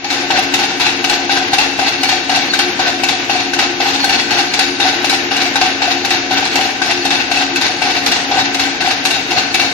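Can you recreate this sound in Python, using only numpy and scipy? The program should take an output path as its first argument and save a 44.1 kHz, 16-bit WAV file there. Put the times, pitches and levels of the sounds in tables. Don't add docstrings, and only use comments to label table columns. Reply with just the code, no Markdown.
import sys
import numpy as np
from scipy import signal
from scipy.fft import rfft, irfft
from scipy.io import wavfile
from scipy.ndimage import uniform_filter1d

SR = 44100
rng = np.random.default_rng(int(sys.argv[2]) if len(sys.argv) > 2 else 0)


def unload_audio(sound):
    columns = np.transpose(np.atleast_2d(sound))
    steps = np.round(np.clip(columns, -1, 1) * 32767)
    wavfile.write(sys.argv[1], SR, steps.astype(np.int16))


def rack_gain(trim_db):
    fader = np.asarray(trim_db, float)
    return 10 ** (fader / 20)


N = 429093
T = np.arange(N) / SR
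HZ = np.maximum(np.arange(N // 2 + 1) * SR / N, 1)

# (frequency [Hz], likeness [-1 to 1])
LIKENESS = [(40, 1), (130, 0.94), (290, 1), (630, 0.63), (900, 0.9), (1400, -0.47), (3000, 0.16),
            (14000, 0.03)]


def rms_one(x):
    return x / np.sqrt(np.mean(x ** 2) + 1e-20)


def at_hz(points, hz=HZ):
    points = np.array(points)
    return np.interp(np.log(hz), np.log(points[:, 0]), points[:, 1])


def in_time(points):
    return np.interp(T, *np.transpose(points))


def colour(x, gain):
    return irfft(rfft(x) * gain, N)


def drift(rate_hz):
    knots = rng.standard_normal(int(N / SR * rate_hz * 2) + 2)
    return np.interp(T * rate_hz * 2, np.arange(len(knots)), knots) * 2.0


def stereo(mid, side):
    alike = np.clip(at_hz(LIKENESS), -.9, .99)
    mid = colour(mid, np.sqrt(1 + alike))
    side = colour(side, np.sqrt(1 - alike))
    return np.array([mid + side, mid - side]) / 2 ** .5


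def leaning(x):
    # (frequency [Hz], difference [dB])
    lean = [(60, 10), (130, 2.5), (290, 5), (630, 9), (1380, 1.5), (3010, 4.5), (6590, -2.5), (14400, 0.5)]
    half_each_way = np.array([[.5], [-.5]])
    return colour(x, rack_gain(at_hz(lean) * half_each_way))


def ring(x, hz, t60):
    r = rack_gain(-60 / (t60 * SR))
    w = 2 * np.pi * hz / SR
    return signal.lfilter([0, np.sin(w)], [1, -2 * r * np.cos(w), r * r], x)


def add(out, s, shape):
    i = max(round(s * SR), 0)
    out[i:i + len(shape)] += shape[:len(out) - i]


def lap_pattern():
    # (time [s], rattle [dB], thud [dB], clack [dB], ping [dB])
    first_taps = [(0.044, -5, -4, -20, -24), (0.539, -4, -5, -2, -28), (1.043, -6.5, -9, -1, -7),
                  (1.533, -4.5, -5, -12, -18), (2.033, -3.5, -11, -8, -12), (2.536, -6.5, -23, -19, -2.5),
                  (3.036, -6, -6, -1, -22), (3.535, -8, -12, -18, -3), (4.043, -7.5, -18, -19, -6),
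                  (4.537, -6.5, -21, -22, -24), (5.044, -6.5, -5, -14.5, -11), (5.557, -6, -11, -23, -6),
                  (6.048, -7, -7, -21, -9), (6.555, -5.5, -7, -19, -16), (7.052, -8, -14, -22, -17),
                  (7.56, -8.5, -31, -20, -9), (8.062, -3, -5, -17, -26), (8.546, -9, -27, -12, -27),
                  (9.052, -3.5, -19, -16, -10), (9.543, -4.5, -24, -13, -14)]
    # (time [s], rattle [dB], thud [dB], rebound [dB])
    second_taps = [(0.103, -6, -10, -13.5), (0.592, -11.5, -6, -9), (1.096, -9, -25, -10.5),
                   (1.584, -6.5, -17, -13), (2.092, -7.5, -3, -20), (2.59, -8, -29, -27),
                   (3.086, -8.5, -29, -23), (3.589, -7.5, -11, -17), (4.094, -8.5, -22, -6),
                   (4.591, -7, -0.5, -12), (5.095, -7.5, -26, -9), (5.613, -9, -11, -13.5),
                   (6.105, -7, -22, -13), (6.61, -10.5, -19, -15), (7.105, -9, -29, -8),
                   (7.612, -9, -13, -6.5), (8.116, -9, -13, -12), (8.595, -8.5, -25, -11.5),
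                   (9.106, -11.5, -23, -12), (9.596, -9.5, -13, -10)]
    # (time [s], rattle [dB], thud [dB], clack [dB], ping [dB])
    slaps = [(0.304, -13, -0.5, -8, -8), (0.799, -10.5, -7, -22, -22), (1.295, -14.5, -2, -12, -7),
             (1.793, -13, 2, -17, -6), (2.295, -12.5, -4, -14, -22), (2.794, -12, -3, -23, -10),
             (3.297, -12.5, -3, -4, -9), (3.803, -13, -1.5, -20, -18), (4.307, -11, -24, -20, -7),
             (4.801, -11.5, -14, -18, -6), (5.311, -15.5, -18.5, -7, -17), (5.819, -12, -6, -15, -9),
             (6.309, -14, -6, -15, -23), (6.818, -11, -14, -23, -2.5), (7.314, -12.5, -9, -14, -8.5),
             (7.819, -12.5, -7, -10, -14), (8.313, -14.5, -16, -19, -18), (8.805, -14.5, -11, -17, -23),
             (9.308, -14, -20, -6.5, -14)]
    # (time [s], rattle [dB], panel boom [dB])
    slap_rubs = [(0.373, -6.5, -4), (0.866, -7.5, -32), (1.319, -6, -25), (1.37, -8.5, -1),
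                 (1.88, -6.5, -23), (2.362, -8, -19), (2.881, -7.5, -17), (3.405, -10.5, -29),
                 (3.887, -6.5, -23), (3.943, -8.5, -13), (4.392, -6.5, -17), (4.883, -6, -18),
                 (5.369, -14.5, -18), (5.416, -7.5, -19), (5.454, -13, -22), (5.915, -7.5, -16),
                 (6.379, -8.5, -21), (6.46, -9.5, -11), (6.913, -7.5, -30), (7.377, -10.5, -15),
                 (7.415, -11, -12), (7.907, -9.5, -20), (7.977, -14, -14), (8.397, -5, -7),
                 (8.865, -8, -18), (8.908, -8.5, -15), (9.381, -5, -23)]
    chance_db = 3.5
    boom_db = (-19.5, -23, -11)
    second_ring_db = (-19, -16)
    rebound_s, rebound_boom_db = 0.045, 1.5
    flutter_s, flutter_db, flutter_boom_db = .058, -10, -34

    knocks = []
    for contact, rows in enumerate((first_taps, second_taps, slaps)):
        for row, luck in zip(rows, chance_db * rng.standard_normal((len(rows), 3))):
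            clack_db, ping_db = luck[1:] + second_ring_db if rows is second_taps else row[3:]
            knocks.append((row[0], row[1], boom_db[contact] + luck[0], row[2], ping_db, clack_db, contact))

    rubs = slap_rubs + [(s + rebound_s, db, db + rebound_boom_db) for s, _, _, db in second_taps]
    luck = chance_db * rng.standard_normal((len(rubs), 2))
    rubs += [(s + flutter_s, db + flutter_db + a, flutter_boom_db + b)
             for (s, db, _), (a, b) in zip(rubs, luck)]
    return np.array(knocks), rubs


def contact_force(knocks, rubs, column, knock_s, rub_rise_s, rub_fall_s, bright=0, dull=False):
    # (brightness [dB], drag below the knock [dB], drag length [s])
    contacts = [
        (8, -16.5, 0.15),
        (1, -5.5, 0.063),
        (-3, -1.5, 0.11),
    ]
    power = np.zeros(N)
    t = T[:SR // 4]
    for row in knocks:
        bright_db, drag_db, drag_s = contacts[int(row[-1])]
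        drag = 1 / (1 + (t / drag_s) ** 4)
        knock = drag if dull else rack_gain(bright * bright_db) * np.exp(-t / knock_s) + rack_gain(drag_db) * drag
        onset = 1 - np.exp(-t / .0018)
        add(power, row[0] - .0012, (rack_gain(row[column]) * onset * knock) ** 2)
    from_peak = t - 3 * rub_rise_s
    rub = np.exp(-np.where(from_peak < 0, from_peak / rub_rise_s, from_peak / rub_fall_s) ** 2)
    for row in rubs:
        add(power, row[0] - 3 * rub_rise_s, (rack_gain(row[column] - 2.5) * rub) ** 2)
    return np.sqrt(power)


def chatter(per_s, spread_db):
    sizes = rack_gain(spread_db * np.minimum(rng.exponential(1, N), 3)) * rng.choice([-1, 1], N)
    hits = rng.random(N) < per_s / SR
    return rms_one(sizes * hits + 1e-9)


def struck(force, modes, per_s):
    out = np.zeros((2, N))
    spots = [force * chatter(per_s, spread_db=3.0) for _ in range(4)]
    for k, (hz, left_db, right_db, t60) in enumerate(modes):
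        alike = np.clip(at_hz(LIKENESS, hz), 0, 1)
        t60 = min(t60, .08)
        flare = rack_gain(1.3 * drift(12))
        here = ring(spots[k % 4] * flare, hz, t60) / np.sqrt(t60 * SR)
        if hz < 3200:
            unlike = np.roll(here, int(SR / hz / 4))
        else:
            unlike = np.roll(here, 3 + 2 * k) * (-1) ** k
        there = alike * here + np.sqrt(1 - alike ** 2) * unlike
        out += [rack_gain(left_db) * here, rack_gain(right_db) * there]
    return out


def guard(knocks, rubs):
    # (pitch [Hz], left [dB], right [dB], time to fall 60 dB [s])
    panels = [(723, -1.5, -1, 0.11), (760, -2.5, -6, 0.069), (812, -16, -7.5, 0.032), (1010, -5, -25, 0.01),
              (1507, -6.5, -18, 0.069), (1521, -1, -8, 0.086), (1544, 0, -4.5, 0.097)]
    # (pitch [Hz], left [dB], right [dB], time to fall 60 dB [s])
    mesh = [(1795, -8.5, -15, 0.023), (1954, -3.5, -18, 0.026), (2280, -2.5, -16, 0.046),
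            (2664, 1, -8.5, 0.029), (2740, -1, -13, 0.011), (2790, -25, -5, 0.034),
            (2980, -28, -19.5, 0.023), (3384, -11.5, -6.5, 0.098), (3640, -1.5, -15, 0.019),
            (3813, -4.5, -5.5, 0.11), (3965, -9, -12, 0.024), (4186, -15, -6.5, 0.04),
            (4342, -1.5, -7, 0.029), (4780, -7, -11, 0.054), (5140, -9, -39, 0.029), (5430, -19, -14, 0.11)]
    # (frequency [Hz], level per Hz [dB])
    rattle_spectrum = [(290, -69), (500, -21), (646, -20.5), (765, 2.5), (1060, -13.5), (1510, -5),
                       (1670, -7), (2670, -9), (4450, -6.5), (6430, -14.5), (8190, -28), (12900, -32.5),
                       (14900, -45)]
    boom = np.hypot(contact_force(knocks, rubs, 2, .005, 0.0056, 0.023, dull=True), rack_gain(-20.0))
    rattle = np.hypot(contact_force(knocks, rubs, 1, 0.014, 0.019, 0.023), rack_gain(-25.0))
    sizzle = np.hypot(contact_force(knocks, rubs, 1, 0.011, 0.00089, 0.03, bright=0.98), rack_gain(-22.5))

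    clicks = np.array([chatter(2500., spread_db=3.5), chatter(4000., spread_db=4.5)])
    treble = 1 / (1 + (6500 / HZ) ** 8)
    shape = rack_gain(at_hz(rattle_spectrum))
    shape = shape / np.sqrt(np.mean(shape ** 2))
    clatter = rack_gain(-7) * colour(rattle * rack_gain(1.24 * drift(50)) * clicks, shape * (1 - treble))
    clatter = clatter + rack_gain(-1.64) * colour(sizzle * clicks, shape * treble)
    left, right = stereo(*clatter)
    right = 1.065 * right + 0.24 * np.roll(left, 3)

    metal = leaning(np.array([left, right]))
    metal = metal + rack_gain(-2.0) * struck(boom, panels, 900.)
    return metal + rack_gain(1.68) * struck(rattle, mesh, 800.)


def blows(rows, modes, spread_db):
    out = np.zeros((2, N))
    at = (rows[:, 0] * SR).astype(int) - 55
    for k, (hz, level_db, t60, column) in enumerate(modes):
        clicks = np.zeros((2, N))
        luck_db = spread_db * rng.standard_normal((len(at), 2)).T
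        clicks[:, at] = rack_gain(rows[:, column] + level_db + luck_db)
        clicks[1] = np.roll(clicks[1], 2 if hz < 1000 else int(SR / hz / 4)) * rack_gain(-11)
        build_s = .016 if hz > 1000 else .009
        swell = ring(clicks, hz, build_s) * 2 * np.log(1000) / (build_s * SR)
        out += ring(swell, hz, t60)
    return out


def touches(rows, gain_db, rise_s, fall_s, right_db, crack_db=-40):
    out = np.zeros((2, N))
    t = T[:SR // 8]
    shape = (1 - np.exp(-t / rise_s)) * np.exp(-t / fall_s)
    shape = shape / shape.max()
    band = signal.butter(2, [1800, 9000], "band", fs=SR, output="sos")
    noise = signal.sosfilt(band, rng.standard_normal((2, N)))
    for s, level_db, hz in rows:
        tone = np.sin(2 * np.pi * hz * t)
        for side, lean_db in enumerate((0, right_db)):
            burst = rack_gain(crack_db) * noise[side, int(s * SR):][:len(t)]
            n = len(burst)
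            touch = rack_gain(level_db + gain_db + lean_db) * shape[:n] * (tone[:n] + burst)
            add(out[side], s + side * 3 / SR, touch)
    return out


def squeaks():
    # (time [s], level [dB])
    squeals = [(0.037, -33), (1.524, -20), (2.02, -20), (2.083, -18), (2.525, -15.5), (2.578, -33),
               (4.032, -15), (4.403, -32), (4.526, -21), (5.132, -26), (6.03, -23), (6.533, -25),
               (7.032, -24), (8.044, -32), (9.526, -22), (9.622, -18)]
    pitch_hz, fall_hz, length_s = 4345, 50, 0.018
    out = np.zeros(N)
    t = T[:SR // 10] - .05
    sag = fall_hz * length_s * np.exp(-(t + 0.013) / length_s / 2)
    whistle = np.exp(-(t / length_s) ** 2 / 2) * np.sin(2 * np.pi * (pitch_hz * t - sag))
    for s, level_db in squeals:
        if s > .05:
            add(out, s - .05, rack_gain(level_db - 1) * whistle)
    out = out * rack_gain(1.5 * drift(60))
    return np.array([out, np.roll(out, 3)])


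def pump():
    # (time [s], turns per second [Hz])
    crank = [(0, 15.403), (5, 15.401), (9.73, 15.385)]
    # (multiple of crank rate, level [dB rms])
    strokes = [(4, -54), (6, -47), (7, -49), (8, -41.5), (9, -54), (10, -59), (12, -44), (14, -59),
               (16, -42.5), (17, -45), (18, -26), (19, -54), (21, -50), (22, -32.5), (23, -40), (28, -39.5),
               (29, -39), (30, -43)]
    # (pitch [Hz], width [Hz], level [dB rms])
    tank = [(278.6, 12, -36), (351.6, 10.4, -37), (335, 17, -51.5), (459, 15, -44.5), (241.5, 20, -42),
            (184, 48, -44)]
    # (time [s], level [dB])
    surge = [(0, -31), (1.7, -25), (2.35, -39), (2.5, -27.5), (8, -30), (8.5, -41), (9.73, -38)]
    turn = 2 * np.pi * np.cumsum(in_time(crank)) / SR
    out = 0
    for order, level_db in strokes:
        level = rack_gain(level_db - 1.5 + 1.2 * drift(6.0))
        out = out + level * np.sin(order * turn + 7 * rng.random() + 0.07 * drift(4.4))
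    for hz, level_db in ((294.5, -43), (354.8, -1 + in_time(surge))):
        out = out + rack_gain(level_db + 2.3 * drift(8)) * np.sin(2 * np.pi * hz * T + .75 * drift(5))
    for hz, width_hz, level_db in tank:
        out = out + rack_gain(level_db) * rms_one(ring(rng.standard_normal(N), hz, 2.2 / width_hz))
    return leaning(stereo(out, np.roll(out, 170)))


def fan():
    # (frequency [Hz], level per Hz [dB])
    air_spectrum = [(20, -34), (46, -33), (100, -17.5), (200, -18), (277, -2.5), (500, -11), (750, -11),
                    (1200, -12), (1670, -5.5), (2670, -6), (6480, -26.5), (7870, -31.5), (13300, -27.5),
                    (14900, -69)]
    mid, side = colour(rng.standard_normal((2, N)), rack_gain(at_hz(air_spectrum)))
    lumps = rack_gain(.7 * drift(6) + 1.0 * drift(30))
    return rack_gain(-23.5) * lumps * leaning(rms_one(stereo(mid, side)))


def hall(x):
    # (top of band [Hz], time to fall 60 dB [s], level [dB])
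    echo_bands = [
        (860, 0.64, -3.5),
        (4100, 1.1, -3),
        (11800, 1.2, 0),
    ]
    tail, low = 0, 0
    for top_hz, t60, level_db in echo_bands:
        below = 1 / (1 + (HZ / top_hz) ** 4)
        noise = colour(rng.standard_normal((2, N)), below - low)
        decay = rack_gain(level_db - 60 * T / t60) * np.sqrt(2 * np.log(1000) / t60 / SR)
        tail = tail + noise * decay * (T > .008)
        low = below
    return irfft(rfft(x) * rfft(stereo(*tail)), N)


def starved_treble(x, margin_db, follow, scatter_db):
    shift, patch_lines = 140, 8
    f, t, z = signal.stft(np.pad(x, ((0, 0), (shift, 0))), SR, "cosine", 2048, 1024)
    first = int(6900 / f[1])
    count = (len(f) - first) // patch_lines
    last = first + count * patch_lines
    patches = z[:, first:last].reshape(2, count, patch_lines, -1)
    level_db = 10 * np.log10(np.mean(np.abs(patches) ** 2, axis=(0, 2)) + 1e-20)

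    luck = uniform_filter1d(rng.standard_normal(level_db.shape), size=2, axis=1)
    luck = rms_one(luck + uniform_filter1d(luck, size=5, axis=0))
    band = np.arange(count)[:, None]
    edge_db = 5 * np.exp(-band / 1.5) - .9 * np.maximum(band - 37, 0)
    above_usual_db = level_db - np.median(level_db, axis=1, keepdims=True)
    chance = follow * above_usual_db + scatter_db * luck + edge_db
    strong = np.abs(patches) > .7 * rack_gain(level_db)[:, None]
    kept = patches * strong * (chance > margin_db)[:, None]
    z[:, first:last] = kept.reshape(2, -1, len(t))
    return signal.istft(z, SR, "cosine", 2048, 1024)[1][:, shift:shift + N]


def scene():
    # (pitch [Hz], level [dB], time to fall 60 dB [s], knock column)
    thud = [(765, -4, .03, 3), (850, -7, .03, 3), (1545, 2, .045, 4), (2630, 0, .016, 5),
            (2760, 3, .018, 5), (2900, 0, .016, 5)]
    clack = [(2290, -8, .04, 1), (3800, -6, .04, 1), (4350, -7, .04, 1), (4800, -12, .025, 1),
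             (5300, -10, .025, 1)]
    # (time [s], peak level [dB], pitch [Hz])
    early_bonks = [(0.047, -7, 820), (0.164, -14, 756), (0.304, -8, 780), (0.35, -11, 786),
                   (0.385, -6.5, 772), (0.537, -15, 768), (0.598, -11.5, 780), (0.637, -17, 785),
                   (0.716, -10.5, 770), (0.799, -20, 750), (0.858, -10, 860), (0.925, -14.5, 760),
                   (1.009, -24, 810), (1.041, -9, 760), (1.103, -10, 826), (1.192, -11.5, 760),
                   (1.293, -8, 800), (1.36, -23, 746), (1.411, -12, 746), (1.531, -5, 783),
                   (1.593, -10, 846), (1.789, -6, 795), (1.821, -6, 770), (1.899, -17, 770),
                   (2.032, -6.5, 768), (2.093, -12, 760), (2.124, -5, 756), (2.293, -6.5, 772),
                   (2.326, -7, 768), (2.373, -8, 735), (2.429, -20, 830), (2.532, -21, 798),
                   (2.584, -21, 775), (2.629, -20, 817), (2.792, -5.5, 764), (2.832, -15, 728),
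                   (2.892, -8, 717), (2.932, -10.5, 750), (2.963, -28, 760), (2.998, -15, 748),
                   (3.035, -8, 782), (3.125, -9, 760)]
    middle_bonks = [(3.296, -14, 800), (3.352, -6.5, 732), (3.394, -11.5, 714), (3.59, -16, 750),
                    (3.626, -15, 803), (3.802, -11, 785), (3.854, -8, 803), (3.915, -20, 755),
                    (3.954, -14, 821), (4.04, -5, 783), (4.081, -20, 770), (4.136, -16, 756),
                    (4.164, -15, 770), (4.315, -17, 770), (4.386, -9, 783), (4.54, -17, 745),
                    (4.591, -15, 770), (4.798, -7, 798), (4.852, -3.5, 760), (4.933, -9, 755),
                    (5.043, -12, 770), (5.127, -7, 781), (5.312, -15, 790), (5.348, -21, 845),
                    (5.403, -11, 757), (5.458, -12.5, 725), (5.556, -6.5, 792), (5.614, 0, 746),
                    (5.668, -12, 761), (5.819, -10.5, 784), (5.877, -5, 711), (5.958, -11.5, 754),
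                    (6.038, -17, 770), (6.107, -14, 766), (6.145, -13, 730), (6.31, -5, 753),
                    (6.378, -16, 765), (6.556, -10, 830), (6.59, -6.5, 760), (6.629, -16, 770),
                    (6.655, -9, 780), (6.691, -19, 750), (6.75, -18, 775), (6.794, -28, 781)]
    late_bonks = [(6.816, -12, 778), (6.862, -14, 755), (6.891, -12, 688), (7.053, -9.5, 762),
                  (7.202, -14.5, 778), (7.286, -18, 784), (7.314, -12.5, 703), (7.369, -9, 735),
                  (7.41, -7, 748), (7.559, -26, 786), (7.619, -18, 810), (7.654, -25, 764),
                  (7.693, -11.5, 747), (7.767, -21, 837), (7.818, -13, 778), (7.869, -10, 760),
                  (7.966, -11.5, 724), (8.061, -12, 812), (8.116, -10, 706), (8.174, -17, 756),
                  (8.253, -19, 785), (8.287, -13, 736), (8.312, -8, 800), (8.369, -6, 770),
                  (8.414, -9, 770), (8.45, -17, 794), (8.557, -17, 730), (8.635, -13, 770),
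                  (8.678, -13.5, 776), (8.745, -18, 820), (8.806, -17, 790), (8.874, -6, 764),
                  (8.935, -15, 750), (8.97, -20, 697), (9.043, -20, 753), (9.105, -15, 693),
                  (9.167, -15, 754), (9.276, -30, 770), (9.307, -27, 760), (9.54, -34, 760),
                  (9.581, -15, 713), (9.632, -14, 703)]
    # (time [s], peak level [dB], pitch [Hz])
    ticks = [(0.0453, -6, 4650), (0.1002, -3, 4260), (0.3053, -7, 3020), (0.5422, -1, 2680),
             (0.5883, -7, 2730), (0.796, -8, 2600), (1.0435, -12, 2880), (1.0968, 0.5, 4160),
             (1.2964, -12, 2520), (1.5337, -7, 3700), (1.5858, -8, 2680), (1.7887, -6.5, 2680),
             (2.0335, -4, 2860), (2.0905, -4, 3200), (2.2946, -6.5, 2880), (2.5366, -8, 3700),
             (2.59, 0.5, 3180), (2.7926, -9, 2650), (3.037, -9, 2700), (3.088, -2.5, 3770),
             (3.2981, -6.5, 2650), (3.536, -12, 2660), (3.5897, -17, 2730), (3.7998, -7, 2670),
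             (3.8831, -7, 2780), (4.0442, 1, 4320), (4.0927, -5.5, 2900), (4.308, -7, 4180),
             (4.592, 0, 4700), (4.7992, -7, 2310), (5.0445, -15, 2800), (5.096, -1, 3880),
             (5.3153, -10, 2870), (5.366, -1, 2790), (5.5564, -4, 3850), (5.6128, -7, 4500),
             (5.8176, -13, 2320), (5.903, -10, 3680), (6.107, -12, 3660), (6.317, -9, 2790),
             (6.4522, -6, 4340), (6.556, -8, 2680), (6.6088, -5.5, 2940), (7.0521, -6, 3800),
             (7.1019, -10, 3870), (7.3181, -4, 2740), (7.3721, -5, 2620), (7.5584, -2, 2610),
             (7.6206, -6, 4550), (7.8176, -7, 2680), (8.0631, -13, 3940), (8.118, -3, 2720),
             (8.5443, -6, 3970), (8.597, -4.5, 2630), (8.8081, -9.5, 2780), (9.0527, -3, 2650),
             (9.109, -2, 2790), (9.3087, -18, 2830), (9.5457, -9, 2690), (9.598, -7, 2720)]
    # (time [s], peak level [dB], pitch [Hz])
    rub_ticks = [(0.3898, -2, 2710), (0.8594, -9, 2780), (1.3496, -11, 2750), (2.3587, -3, 2710),
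                 (2.8784, -11, 2700), (4.3878, -5, 2790), (6.91, -2, 2690), (8.3703, -8, 2780),
                 (8.879, -9, 2670)]
    bonks = early_bonks + middle_bonks + late_bonks

    knocks, rubs = lap_pattern()
    metal = guard(knocks, rubs)
    metal = metal + blows(knocks, thud, spread_db=2.0) + blows(knocks, clack, spread_db=3.0)
    metal += squeaks()
    metal += touches(bonks, gain_db=-3.5, rise_s=0.0015, fall_s=0.018, right_db=-3)
    metal += touches(ticks + rub_ticks, gain_db=-7, rise_s=0.0006, fall_s=0.0061, right_db=-3, crack_db=-2.5)
    return metal + hall(metal) + pump() + fan()


def low_pass(x):
    return signal.sosfilt(signal.butter(12, 15010, fs=SR, output="sos"), x)


def record(dry):
    # (time [s], level [dB])
    fade_in = [(0, -10.5), (.05, -7.5), (.11, -4.5), (.2, -0.5), (9.73, 0)]
    x = colour(dry * rack_gain(in_time(fade_in)), 1 / (1 + (35 / HZ) ** 2))
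    x = x / (1 + np.abs(x / .96) ** 8) ** (1 / 8)
    x = colour(x, 1 / (1 + (HZ / 14400) ** 90))
    x = starved_treble(x, margin_db=2.4, follow=.7, scatter_db=4.)
    return low_pass(x)


dry = scene()
out = record(dry)
unload_audio(out)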